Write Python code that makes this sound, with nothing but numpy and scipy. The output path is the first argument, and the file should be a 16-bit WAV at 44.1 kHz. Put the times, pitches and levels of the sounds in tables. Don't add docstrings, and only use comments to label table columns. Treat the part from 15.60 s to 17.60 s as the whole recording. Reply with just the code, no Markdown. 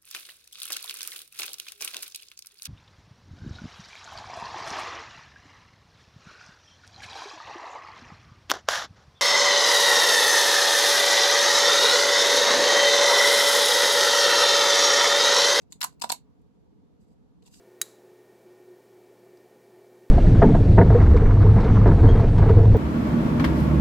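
import sys
import numpy as np
from scipy import signal
from scipy.fft import rfft, irfft, next_fast_len
from scipy.io import wavfile
from scipy.ndimage import uniform_filter1d

SR = 44100
rng = np.random.default_rng(int(sys.argv[2]) if len(sys.argv) > 2 else 0)


def master_out(mix):
    frames = np.transpose(np.atleast_2d(mix))
    ceiling = np.clip(frames, -1, 1)
    pcm = np.round(ceiling * 32767).astype(np.int16)
    wavfile.write(sys.argv[1], SR, pcm)


def voltage_ratio(level):
    return 10 ** (np.asarray(level, float) / 20)


N = 88200


def unit(x):
    return x / np.sqrt(np.mean(x ** 2) + 1e-20)


def along(points, hz):
    f, v = np.transpose(points)
    return np.interp(np.log(hz + 1), np.log(f + 1), v)


def filtered(x, response):
    m = next_fast_len(2 * x.shape[-1])
    return irfft(rfft(x, m) * response(np.fft.rfftfreq(m, 1 / SR)), m)[..., :x.shape[-1]]


def ringing(rows, scatter_db, pitch=1):
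    def response(f):
        total = 0
        for k, (centre, width, *dbs) in enumerate(rows):
            gain = (-1) ** k * voltage_ratio(np.array(dbs) + scatter_db[k])[:, None]
            damping = 1j * f * width
            total = total + gain * damping / ((centre * pitch) ** 2 - f * f + damping)
        return total
    return response


def rush(spectrum, alike, patchy_db):
    z = signal.stft(rng.standard_normal((2, N)), nperseg=512)[2]
    patches = uniform_filter1d(rng.standard_normal(z.shape[1:]), size=5, axis=0)
    patches = uniform_filter1d(patches, size=5, axis=1)
    pair = signal.istft(z * voltage_ratio(patchy_db * unit(patches)), nperseg=512)[1][:, :N]

    def spread(hz):
        turn = np.arccos(np.clip(along(alike, hz), -1, 1)) / 2
        return voltage_ratio(along(spectrum, hz)) * [np.cos(turn), np.sin(turn)]

    mid, side = filtered(pair, spread)
    return unit(np.array([mid + side, mid - side]))


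def crackle(density, count):
    sizes = voltage_ratio(9 * rng.uniform(-1.6, 1, (3, count))) * rng.choice([-1, 1], (3, count))
    cracks = sizes * (rng.random((3, count)) < density)
    share = 0.8
    return share * cracks[0] + np.sqrt(1 - share ** 2) * cracks[1:]


def room():
    # frequency in Hz, level in dB per Hz
    hum_tone = [(30, -16.5), (60, -9), (130, -0.5), (200, -6.5), (430, -14), (620, -25.5), (900, -25),
                (1800, -45)]
    # frequency in Hz, level in dB per Hz
    hiss_tone = [(500, -10.5), (1500, 0.5), (4000, -2.5), (8000, -9.5), (11500, -8), (12500, -17.5),
                 (16000, -30.5)]
    # frequency in Hz, likeness from 0 to 1
    hum_likeness = [(60, 1), (200, .93), (350, 0.95), (550, .3), (800, .6), (1200, 0.067), (3000, .1)]
    hum_db = np.array([[-58], [-58 + 1.5]])
    hum = voltage_ratio(hum_db) * rush([*hum_tone, (4000, -84)], hum_likeness, patchy_db=-1.5)
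    return hum + voltage_ratio(-82.5) * rush([(200, -40), *hiss_tone], [(1000, .1)], patchy_db=.3)


def fingers():
    # start in seconds, rise in seconds, hold in seconds, fall in seconds, level in dB
    strokes = [
        (0, 0.0055, 0.021, 0.024, -78.5),
        (0.094, 0.018, 0.0066, .03, -67),
        (0.437, .01, .04, 0.018, -63.5),
        (0.311, .01, 0.0193, 0.018, -77.5),
        (1.39, 0.015, 0.015, 0.079, -78.5),
        (1.455, 0.028, 0.05, 0.019, -84),
        (1.824, 0.0086, 0.013, 0.024, -75.5),
        (1.851, 0.0096, 0.014, 0.029, -62.5),
        (1.88, 0.053, 0.018, 0.15, -61),
        (1.959, 0.034, .05, .02, -74),
    ]
    # frequency in Hz, level in dB per Hz
    skin_tone = [(600, -9), (1100, -10.5), (1700, -11.5), (2800, 0), (5000, 0), (8000, 11.5), (12200, -3.5),
                 (13200, -12)]
    # frequency in Hz, width in Hz, level in dB
    tab_modes = [(1020, 370, -10.5), (2789, 89, 2.5), (3790, 160, -2), (4890, 260, 3.5), (6140, 220, -2.5),
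                 (7958, 580, 0), (10466, 350, 1), (12050, 500, -2)]
    t = np.arange(N) / SR
    stroke = 0
    for start, rise, hold, fall, db in strokes:
        stroke = stroke + voltage_ratio(db) * np.interp(t, np.cumsum([start, rise, hold, fall]), [0, 1, 1, 0]) ** 2
    grain = voltage_ratio(1.6 * unit(uniform_filter1d(rng.standard_normal(N), size=130)))
    slide = unit(grain * rush(skin_tone, [(2500, 0.98), (7000, 0.17)], patchy_db=-2.0))
    catches = crackle(5300 / SR, count=N)
    grit = filtered(catches, ringing(tab_modes, np.zeros((8, 2))))
    grit = filtered(grit, lambda hz: voltage_ratio(np.minimum(along(skin_tone[-2:], hz) - skin_tone[-2][1], 0)))
    return stroke * (slide + voltage_ratio(-1) * unit(grain * grit))


def walls(x):
    # frequency in Hz, time to fall 60 dB in seconds
    decay = [(250, .18), (1000, .12), (4000, .14), (9000, .12), (12000, .1), (14000, 0.056)]
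    # frequency in Hz, level in dB
    answer_tone = [(300, 2), (1000, 0.5), (4000, 0), (12000, 2.5)]
    level_db, onset_ms = -11, 5
    hz, t, z = signal.stft(rng.standard_normal((2, SR // 4)), SR, nperseg=128)
    fade_db = along(answer_tone, hz)[:, None] - 60 * t / along(decay, hz)[:, None]
    fade = voltage_ratio(fade_db) * np.clip(t * 1000 / onset_ms, 0, 1)
    tail = signal.istft(z * fade, SR, nperseg=128)[1]
    return voltage_ratio(level_db) * signal.fftconvolve(x, tail / np.linalg.norm(tail[0]), axes=1)


def tearing():
    # time in seconds, then levels in dB of the dull cracks, bright cracks,
    # hissing cracks and card ring
    bridges = [(.018, -71.5, -65, -95, -76), (.029, -75, -75, -78, -77), (.1227, -42.5, -36, -45.5, -56),
               (.2068, -38, -40, -35, -58), (.2138, -21, -64, -26.5, -33.5),
               (.228, -26.5, -25.5, -30, -29.5), (.241, -30, -23.5, -20.5, -23.5),
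               (.325, -66, -66, -73, -61.5), (.3965, -58, -53, -59, -69), (.414, -36.5, -39, -48, -47.5),
               (.4184, -24.5, -26, -30.5, -29.5), (.4386, -31.5, -33, -35.5, -21.5),
               (.492, -40, -35, -41, -49), (.4985, -21.5, -25, -32, -23), (.5188, -25, -20.5, -19.5, -27),
               (.815, -88, -77, -78, -92), (1.823, -63.5, -68, -76, -76), (1.852, -64.5, -75, -89, -76),
               (1.861, -59.5, -57, -85, -63), (1.876, -59, -56.5, -93, -60), (1.938, -56.5, -72, -71, -82)]
    # frequency in Hz, width in Hz, level in dB
    dull = [(1440, 292, -10.5), (1994, 460, -5.5), (2717, 280, -1), (3655, 500, 1), (4400, 650, 1.5),
            (5240, 480, -1)]
    # frequency in Hz, width in Hz, level in dB
    bright = [(6133, 1800, -4), (7400, 1300, 1), (9150, 470, -2)]
    # frequency in Hz, width in Hz, level in dB
    hissing = [(11025, 2700, 11), (15120, 500, -11)]
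    # frequency in Hz, width in Hz, left level in dB, right level in dB
    bending = [(230, 40, -15, -20), (760, 190, -18, -5), (990, 90, -3.5, .5), (1480, 260, -19, -21)]
    # time in seconds, pitch factor, level of the low modes in dB
    flap = [(0.212, 1.024, -10), (0.251, 1.024, -6), (0.419, 0.99, -0.5), (.52, .99, 2)]
    burst_ms, settle_ms, crack_gap_ms = 2.2, 0.98, 0.098
    fray_db, fray_ms = -15, 4.5
    lead_db = 7
    scatter_db, bend_scatter_db = 3.5, -0.7
    out = np.zeros((2, N + SR))
    ms = np.arange(SR // 20) * 1000 / SR
    first = SR // 400
    times, pitches, lows = np.transpose(flap)
    for s, *levels in bridges:
        burst = np.exp(-ms / (1.5 * burst_ms) - np.maximum(ms - burst_ms, 0) / settle_ms)
        shape = burst + voltage_ratio(fray_db) * np.exp(-ms / fray_ms)
        cracks = shape * crackle(1000 / SR / crack_gap_ms, count=len(ms)) - voltage_ratio(lead_db) * (ms == 0)
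        push = -ms * np.exp(-ms / 0.037) * np.ones((2, 1))
        luck = rng.standard_normal((4, 8, 2))
        low_tilt = np.array([[1], [1], [0], [-1]])
        bend_db = bend_scatter_db * luck[3, :4] + np.interp(s, times, lows) * low_tilt
        parts = [(cracks, ringing(rows, scatter_db * luck[k])) for k, rows in enumerate([dull, bright, hissing])]
        parts += [(push, ringing(bending, bend_db, np.interp(s, times, pitches)))]
        snap = 0
        for db, (drive, body) in zip(levels, parts):
            sound = filtered(drive / np.linalg.norm(drive, axis=1, keepdims=True), body)
            snap = snap + voltage_ratio(db - 1) * sound / np.sqrt(np.mean(sound[:, :first] ** 2))
        wet = walls(snap)
        at = round(s * SR)
        out[:, at:at + len(ms)] += snap
        out[:, at:at + wet.shape[1]] += wet
    return out[:, :N]


def scene():
    return tearing() + fingers() + room()


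def band_limit(x):
    return signal.sosfilt(signal.butter(12, 16970, fs=SR, output="sos"), x)


def record(dry):
    # frequency in Hz, level in dB
    left_port = [(2000, 0), (4300, -2), (6000, 0), (7500, 1.5), (9400, -13), (11200, 0), (13200, -8),
                 (15200, -3)]
    # frequency in Hz, level in dB
    right_port = [(2000, 0), (4300, 2), (6000, 0), (8300, 0), (9900, -13), (11700, 3), (13200, -9),
                  (15200, -4)]
    # frequency in Hz, lag in radians
    right_lag = [(300, 0), (600, .5), (1100, 1.2), (2600, 0)]
    top_hz, low_cut_hz = 16800, 42
    late = 180

    def ports(hz):
        colour = voltage_ratio([along(left_port, hz), along(right_port, hz)])
        lag = np.exp([0 * hz, -1j * along(right_lag, hz)])
        return colour * lag * (hz < top_hz) * hz ** 6 / (hz ** 6 + low_cut_hz ** 6)

    left, right = filtered(dry, ports)
    right = np.concatenate([right[late:0:-1], right[:-late]])
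    return band_limit(np.array([left, right]))


dry = scene()
out = record(dry)
master_out(out)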